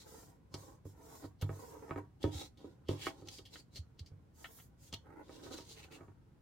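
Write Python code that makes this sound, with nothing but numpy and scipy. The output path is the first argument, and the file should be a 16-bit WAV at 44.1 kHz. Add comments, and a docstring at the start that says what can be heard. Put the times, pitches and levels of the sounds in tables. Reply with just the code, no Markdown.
"""Folding paper on a table

A sheet of printer paper is folded by hand on a wooden table, heard from close by in a small quiet room.
Skin and sheet hiss and rustle as streams of stick-slip grains, coarser for the sheet than for the skin.
Dragging judders the table. Buckling paper crackles and pops as short bursts of slips and noise.
Fingers landing excite decaying table modes, a pressing hand gives a deep thump, and a faint room tone lies below."""
import sys
import numpy as np
from scipy import signal
from scipy.fft import rfft, irfft, next_fast_len
from scipy.io import wavfile

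SR = 44100
rng = np.random.default_rng(int(sys.argv[2]) if len(sys.argv) > 2 else 0)


def wav_out(sig):
    """Save sig, one row per channel (or a flat mono array), as 16-bit PCM at SR to the path in sys.argv[1]."""
    wavfile.write(sys.argv[1], SR, np.round(np.clip(np.atleast_2d(sig).T, -1, 1) * 32767).astype(np.int16))


N = 282681
TIME = np.arange(N) / SR
SIZE = next_fast_len(N + SR // 2)
FREQS = np.maximum(np.arange(SIZE // 2 + 1) * SR / SIZE, 1)
CUTOFF_HZ = 15900
# loudness grows as speed to these powers
HISS_POWER, RUSTLE_POWER, RUB_POWER = 3.34, 2.42, 2.14

# Finger drawn over the paper. Each row: top speed at [s], speeding up [s], slowing down [s],
# skin hiss [relative dB], sheen over the hiss [dB], rub on the table [relative dB].
FINGER_STROKES = [(0.131, 0.18, 0.32, -65.5, 2, -59), (0.609, 0.14, 0.24, -67, -3, -60),
                  (0.861, 0.021, 0.14, -71, 4, -71.5), (1.16, 0.32, 0.21, -66.5, 4, -58),
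                  (1.42, 0.012, 0.016, -55.5, 7.5, -53), (1.632, 0.28, 0.27, -65.5, 3.5, -58),
                  (1.82, 0.23, 0.34, -74.5, -3, -57.5), (1.983, 0.05, 0.034, -76, -31, -50),
                  (4.43, 0.13, 0.14, -67.5, 2.5, -67), (4.571, 0.2, 0.16, -68, 12, -72),
                  (4.862, 0.12, 0.082, -67, -3, -96), (5.105, 0.085, 0.07, -106, -6, -57.5),
                  (5.206, 0.14, 0.054, -110, -11, -54.5), (6.0, 0.44, 0.22, -83, -12, -63.5)]
# Sheet slides, lifts or rolls over. Each row: top speed at [s], speeding up [s], slowing down [s],
# rustle [relative dB], nominal pitch of the bent flap at top speed [Hz], rub on the table [relative dB].
SHEET_MOVES = [(0.001, 0.03, 0.077, -58, 4150, -77), (1.25, 0.054, 0.028, -66, 4300, -49.5),
               (2.229, 0.034, 0.2, -62.5, 3170, -55), (2.359, 0.062, 0.16, -50, 3684, -51),
               (2.659, 0.11, 0.15, -75.5, 3630, -58.5), (2.913, 0.041, 0.1, -57.5, 3530, -48.5),
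               (3.062, 0.13, 0.078, -52.5, 3210, -54.5), (3.129, 0.048, 0.35, -72, 4220, -60),
               (3.339, 0.11, 0.13, -60, 4620, -68), (3.55, 0.076, 0.11, -61, 4180, -62.5),
               (3.776, 0.081, 0.037, -62.5, 4350, -70), (4.892, 0.16, 0.21, -76, 3220, -74),
               (5.37, 0.19, 0.27, -65.5, 3936, -58.5), (5.541, 0.22, 0.13, -58.5, 4250, -51.5),
               (5.691, 0.098, 0.12, -59, 4380, -64), (5.799, 0.076, 0.11, -60.5, 2767, -61.5),
               (5.939, 0.046, 0.065, -59.5, 2840, -55.5)]
# Spectra of moving sheet and of skin on paper. Each row: frequency [Hz], relative density [dB per Hz].
RUSTLE_SPECTRUM = [(600, -21), (1900, -9), (3200, -2.5), (4000, 7), (4800, -2.5), (5800, -2.5), (7500, -8),
                   (11000, -16)]
HISS_SPECTRUM = [(2500, -4.5), (5500, 5.5), (7000, 9), (10000, 1.5), (13000, -4), (16000, -1.5)]


def sliding(hiss_gain_db=3.0, catch_db=2.5, sheet_sheen_db=-7, sheen_hz=11000,
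            stroke_rustle_db=-15, sheet_hiss_db=-8.5):
    """The moving sheet rustles in coarse grains; skin on its fibres gives a much finer hiss."""
    sheet = movements([(*timing, db) for *timing, db, _, _ in SHEET_MOVES], RUSTLE_POWER)
    skin = movements([(*timing, db) for *timing, db, _, _ in FINGER_STROKES], HISS_POWER)
    racing = movements([(*timing, db + sheen_db) for *timing, db, sheen_db, _ in FINGER_STROKES], HISS_POWER)

    rustle = widen(*[colour(slips(N, per_s=4200, spread_db=5), RUSTLE_SPECTRUM) for _ in range(2)])
    hiss = widen(*[colour(slips(N, per_s=17000, spread_db=-0.5), HISS_SPECTRUM) for _ in range(2)])

    # a fingertip racing over a sheet that lies still gives the brightest hiss
    sheen_gain = np.hypot(racing, from_db(sheet_hiss_db + sheet_sheen_db) * sheet)
    sheen = band(hiss, sheen_hz, CUTOFF_HZ) * sheen_gain
    hiss_gain = np.hypot(skin, from_db(sheet_hiss_db) * sheet)   # a moving sheet also hisses
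    hiss = under_hands(hiss, depth=1.0) * hiss_gain + sheen

    rustle = under_hands(rustle, depth=0.3)
    stirred = from_db(stroke_rustle_db) * skin * rustle   # a stroke also stirs the sheet
    rustle = flaps(rustle) + stirred
    catching_db = catch_db * drift(50)
    return rustle * from_db(catching_db) + hiss * from_db(hiss_gain_db + .5 * catching_db)


def flaps(rustle, rise_octaves_per_s=0.8, wander_octaves=0.04, unshifted_hz=4000):
    """Each movement bends a flap whose unevenly climbing pitch shifts the whole colour of the rustle."""
    out = np.zeros((2, N))
    wander = wander_octaves * drift(20)
    for s, rise_s, fall_s, db, hz, _ in SHEET_MOVES:
        gain = gesture(s, rise_s, fall_s, RUSTLE_POWER)
        moving = gain > 0
        pitch_hz = hz * 2 ** (rise_octaves_per_s * (TIME[moving] - s) + wander[moving])
        # replay the rustle at a varying speed
        read_at = s * SR / 2 + np.cumsum(pitch_hz / unshifted_hz)
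        grains = np.array([np.interp(read_at, np.arange(N), side) for side in rustle])
        out[:, moving] += from_db(db) * gain[moving] * rms_one(grains)
    return out


def rubbing(rows, spectrum, ring_db, judder_db, resting_db=-79):
    """Skin or paper judders along and shakes the table beneath it."""
    ring = table_ring([m for m in TABLE_MODES if m[0] > 200], SR // 3)
    sides = []
    for _ in range(2):
        drag = colour(slips(N, per_s=550, spread_db=1.5), spectrum)
        ringing = signal.fftconvolve(drag, ring)[:N]
        sides.append(rms_one(drag) + from_db(ring_db) * rms_one(ringing))
    pressed = movements([(s, rise, fall, rub) for s, rise, fall, *_, rub in rows], RUB_POWER)
    pressed = np.hypot(pressed, from_db(resting_db))   # hands holding the sheet are never quite still
    return under_hands(widen(*sides), depth=0.61) * pressed * from_db(judder_db * drift(60))


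# Spectrum of crackling paper. Each row: frequency [Hz], relative density [dB per Hz].
CRACKLE_SPECTRUM = [(300, 16.5), (1200, -6.5), (2500, 8), (4500, 9), (7000, 1), (15000, -9.5)]
# Sheet buckles or its edge scuffs. Each row: start [s], level [relative dB],
# pitch of the bent patch [Hz], length [s].
CRACKLES = [(0.541, -46.5, 4600, 0.0087), (1.413, -55.5, 3860, 0.017), (2.229, -48.5, 3270, 0.013),
            (2.574, -68.5, 3600, 0.039), (2.886, -47.5, 3200, 0.011), (3.058, -44.5, 2350, 0.022),
            (3.274, -53.5, 4200, 0.0025), (3.286, -45.5, 3780, 0.0034), (3.385, -52.5, 3720, 0.0053),
            (3.454, -59, 3260, 0.022), (3.759, -49.5, 4180, 0.019), (3.993, -53, 3900, 0.0068),
            (4.062, -64, 4600, 0.02), (4.927, -45, 3800, 0.0037), (4.939, -41, 3460, 0.00086),
            (4.942, -42.5, 3230, 0.002), (5.608, -54.5, 4140, 0.0023)]


def crackles(gain_db=-2, patch_db=-3, snap_db=-3, fade_db=15, lead_db=-13, lead_s=0.012):
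    """A patch of paper creaks as it is loaded, then gives way with a snap and a run of smaller slips."""
    out, onset = np.zeros(N), SR // 25
    t = np.arange(-onset, SR // 4) / SR
    for s, db, hz, length_s in CRACKLES:
        creak = from_db(lead_db) * np.exp(-np.abs(t) / min(lead_s, length_s))
        release = from_db(-fade_db * (t / length_s / 1.64) ** 2)
        run = slips(len(t), per_s=1900, spread_db=1.5) * np.where(t < 0, creak, release)
        run[onset] += from_db(snap_db) * np.linalg.norm(run[onset:onset + SR // 200])
        # a snap barely rings; a long scuff locks on to the patch and nearly squeaks
        resonance = signal.iirpeak(hz, 2.2 + (length_s / 0.011) ** 2, fs=SR)
        patch = signal.lfilter(*resonance, band(run, hz / 2, hz * 2))
        burst = rms_one(colour(run, CRACKLE_SPECTRUM)) + from_db(patch_db) * rms_one(patch)
        loudest = np.std(burst[onset:onset + int((length_s + .002) * SR)])
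        add(out, s - onset / SR, from_db(db + gain_db) * burst / loudest)
    return out


# Dimple in the sheet pops through. Each row: start [s], level [relative dB].
POPS = [(1.422, -51), (3.068, -44.5), (3.557, -53), (4.444, -46.5), (4.455, -54), (4.588, -63.5),
        (4.599, -63)]


def pops(low_hz=450, high_hz=3600, t60_s=0.044, snap_db=-5):
    """A dimple flips in one hard, hollow snap and the sheet shivers briefly after it."""
    out, t = np.zeros(N), np.arange(SR // 10) / SR
    lowpass = signal.cheby1(4, 3, high_hz, fs=SR, output="sos")
    for s, db in POPS:
        pop = rng.standard_normal(len(t)) * from_db(-60 * t / t60_s)
        pop[0] += from_db(snap_db) * np.linalg.norm(pop)
        pop = signal.sosfilt(lowpass, band(pop, low_hz, CUTOFF_HZ))
        add(out, s, from_db(db) * pop / np.std(pop[:SR // 200]))
    return out


# Fingers landing on the table. Each row: start [s], then thud, knock and nail clack [relative dB].
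TAPS = [(0.542, -47.5, -48, -56.5), (0.854, -47.5, -52, -74), (1.242, -51, -55, -61.5),
        (1.426, -33, -48.5, -60), (1.493, -42, -45.5, -52), (1.894, -69, -52.5, -58),
        (1.909, -46, -43, -45.5), (1.96, -47.5, -43.5, -52), (1.978, -62, -46.5, -54),
        (2.241, -66, -31.5, -48), (2.261, -39.5, -46, -76), (2.644, -62, -47.5, -72),
        (2.89, -36.5, -33, -55), (2.912, -47, -41, -65), (3.068, -60, -41, -42.5), (3.222, -56, -53.5, -72),
        (3.392, -62, -57, -69), (4.117, -51.5, -71.5, -82), (4.93, -51, -65, -58), (5.294, -74, -53, -62),
        (5.466, -61, -52, -61), (5.586, -63, -52, -59.5), (6.008, -59, -54.5, -63.5),
        (6.082, -59, -59, -69.5)]


def taps(dead_t60_s=0.15, contact_db=-1):
    """The flesh of a finger moves the low modes, the bone the middle ones, the nail the high ones."""
    out, t, attack = np.zeros(N), np.arange(SR // 2) / SR, SR // 50
    # low Hz, high Hz, dead knock against the ring dB
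    parts = ((60, 234, -15), (281, 420, -2.5), (590, 1710, -3.5))
    for s, *levels in TAPS:
        for (low_hz, high_hz, dead_db), level_db in zip(parts, levels):
            ring = table_ring([m for m in TABLE_MODES if low_hz < m[0] < high_hz], len(t))
            # one contact pulse; the many damped modes after it merge into a short dead knock
            dead = rng.standard_normal(len(t)) * from_db(-60 * t / dead_t60_s)
            dead[0] += from_db(contact_db) * np.linalg.norm(dead)
            dead = band(dead, low_hz, high_hz)
            blow = ring / np.std(ring[:attack]) + from_db(dead_db) * dead / np.std(dead[:attack])
            blow = band(blow, low_hz * np.sqrt(.5), high_hz * 1.83)   # a soft contact has no sharp edge
            add(out, s, from_db(level_db) * blow / np.std(blow[:attack]))
    return out


# Modes of the table top. Each row: nominal frequency [Hz], nominal level [relative dB], decay t60 [s].
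TABLE_MODES = [(98.8, 11, 0.3), (143.1, 5.5, 0.25), (300.6, 8, 0.22), (348.2, 11.5, 0.11),
               (377.7, -1, 0.24), (456, 0, 0.42), (655, -4, 0.16), (790, -8, 0.12), (936, -6.5, 0.22),
               (1280, 4.5, 0.022)]


def table_ring(modes, size):
    """Modes answer one blow together; the spot and the resting hands shift level and pitch a little."""
    t = np.arange(size) / SR
    ring = np.zeros(size)
    for hz, db, t60_s in modes:
        decay = from_db(db + rng.normal(0, 2.2) - 60 * t / t60_s)
        ring += decay * np.sin(2 * np.pi * hz * t * rng.normal(1, .012))
    return ring


# Flat of the hand presses the sheet down. Each row: start [s], level [relative dB].
PRESSES = [(2.24, -33), (2.347, -40.5), (3.787, -43), (4.004, -45)]


def presses(hz=78, t60_s=0.096, attack_s=0.002):
    """A broad, soft push gives one deep, decaying tone with a softened start."""
    out, t = np.zeros(N), np.arange(SR // 2) / SR
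    thump = np.sin(2 * np.pi * hz * t) * from_db(-60 * t / t60_s) * (1 - np.exp(-t / attack_s))
    thump = band(thump, hz, hz * 2)
    for s, db in PRESSES:
        add(out, s, from_db(db) * thump / np.std(thump[:SR // 50]))
    return out


# Spectrum of the quiet room. Each row: frequency [Hz], relative density [dB per Hz].
ROOM_TONE_SPECTRUM = [(15, -42.5), (25, -9.5), (66, 4.5), (140, 3), (560, -20.5), (1490, -29), (15500, -46)]


def room_tone(level_db=-62.5):
    """Low rumble of the room and a faint even hiss, as steady coloured noise."""
    return from_db(level_db) * widen(*[colour(rng.standard_normal(N), ROOM_TONE_SPECTRUM) for _ in range(2)])


def gesture(s, rise_s, fall_s, power):
    """A movement speeds up from rest and slows to rest again; its loudness follows a power of the speed."""
    gain = np.zeros(N)
    moving = (TIME > s - rise_s) & (TIME < s + fall_s)
    ramp = np.interp(TIME[moving], [s - rise_s, s, s + fall_s], [0, 1, 0])
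    gain[moving] = np.sin(np.pi / 2 * ramp) ** power
    return gain


def movements(rows, power):
    """Joint gain of movements (top speed s, speeding up s, slowing down s, dB); their energies add."""
    return np.sqrt(sum((from_db(db) * gesture(*timing, power)) ** 2 for *timing, db in rows))


def slips(size, per_s, spread_db):
    """Stick-slip: tiny releases at random moments, with random strength and sign."""
    strength = from_db(spread_db * np.minimum(rng.exponential(1, size), 4)) * rng.choice([-1, 1], size)
    return rms_one(strength * (rng.random(size) < per_s / SR))


def drift(rate_hz):
    """Smooth chance of unit power, from random knots joined by straight lines."""
    knots = rng.standard_normal(N // 40)
    return rms_one(np.interp(TIME * rate_hz, np.arange(len(knots)), knots))


def under_hands(x, depth, sway=0.236, sway_hz=4, count=3):
    """Sound bounces between the sheet and the moving hands; the changing paths shift its colour."""
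    out, at = x.copy(), np.arange(N)
    for k in range(count):
        delay = .00045 * (k + 1) ** 2 * SR * np.exp(sway * drift(sway_hz) / (k + 1))   # samples
        bounce = np.array([np.interp(at - delay, at, side) for side in x])
        out += (-1) ** k * depth * bounce
    return rms_one(out)


# Stereo likeness of a broad source. Each row: frequency [Hz], left-right correlation.
STEREO_LIKENESS = [(100, 0.94), (500, 0.34), (6000, 0.015)]


def widen(mid, side):
    """A broad source reaches the two microphones alike in the bass and unalike in the treble."""
    alike = np.clip(at_hz(STEREO_LIKENESS, FREQS), -1, 1)
    both = np.sqrt(1 + alike) * rfft(mid, SIZE) + np.sqrt(1 - alike) * rfft(side, SIZE) * [[1], [-1]]
    return rms_one(irfft(both, SIZE)[:, :N])


def echoes(x, t60_s, low_hz, high_hz):
    """Dense reflections of unit energy and even colour, different at each microphone."""
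    t = np.arange(SR // 2) / SR
    decay = from_db(-60 * t / t60_s) * (t > .0005)
    response = rng.standard_normal((2, len(t))) * decay
    for _ in range(4):   # flatten the spectrum, then restore some decay
        flat = irfft(np.exp(1j * np.angle(rfft(response))), len(t))
        response = flat * np.sqrt(np.sqrt(decay))
    response = band(response, low_hz, high_hz)
    response /= np.linalg.norm(response, axis=1, keepdims=True)
    return signal.fftconvolve(x * np.ones((2, 1)), response, axes=1)[:, :N]


def from_db(db):
    """Decibels to gain."""
    return 10 ** (np.asarray(db) / 20)


def rms_one(x):
    """Scale to unit power."""
    return x / np.sqrt(np.mean(x ** 2) + 1e-20)


def at_hz(points, hz):
    """Read a table on a log-frequency axis."""
    table_hz, values = np.array(points).T
    return np.interp(np.log(hz), np.log(table_hz), values)


def colour(x, spectrum):
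    """Causal (minimum-phase) filter with the given spectrum, by folding its cepstrum."""
    size = 2048
    hz = np.maximum(np.arange(size // 2 + 1) * SR / size, 1)
    cepstrum = irfft(np.log(from_db(at_hz(spectrum, hz))))
    cepstrum[1:size // 2] *= 2
    cepstrum[size // 2 + 1:] = 0
    return signal.fftconvolve(x, irfft(np.exp(rfft(cepstrum))))[:len(x)]


def band(x, low_hz, high_hz):
    """Gentle band-pass."""
    return signal.sosfilt(signal.butter(2, [low_hz, high_hz], "band", fs=SR, output="sos"), x)


def add(track, s, sound):
    """Mix a sound in at time s."""
    at = round(s * SR)
    track[at:at + len(sound)] += sound[:N - at]


# Drag of fingers and of the sheet on the table. Each row: frequency [Hz], relative density [dB per Hz].
FINGER_RUB_SPECTRUM = [(200, -17), (300, 2.5), (470, 7), (600, -0.5), (1000, 1.5), (1450, -5),
                       (2100, -17.5), (3500, -34.5)]
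SHEET_RUB_SPECTRUM = [(210, -14), (295, 2), (430, 4), (600, -4), (1300, -9), (3000, -40)]


def scene(scatter_db=-5, desk_t60_s=.022, room_db=-6, room_t60_s=0.16):
    """Sharp sounds scatter off the desk; table and paper lie slightly to the right, in a dry room."""
    knocks, snaps = [x + from_db(scatter_db) * echoes(x, desk_t60_s, 870, CUTOFF_HZ)
                     for x in (taps(), crackles() + pops())]
    finger_rubs = rubbing(FINGER_STROKES, FINGER_RUB_SPECTRUM, ring_db=-8.5, judder_db=2.5)
    sheet_rubs = rubbing(SHEET_MOVES, SHEET_RUB_SPECTRUM, ring_db=-7, judder_db=2.0)
    # left and right gains in dB
    table = (knocks + presses() + finger_rubs + sheet_rubs) * from_db([[-.9], [.9]])
    paper = (snaps + sliding()) * from_db([[-.3], [.3]])
    near = table + paper
    return near + from_db(room_db) * echoes(near, room_t60_s, 390, CUTOFF_HZ) + room_tone()


def record(dry):
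    """The top is cut steeply."""
    return signal.sosfilt(signal.ellip(10, .1, 70, CUTOFF_HZ, fs=SR, output="sos"), dry)


dry = scene()
out = record(dry)
wav_out(out)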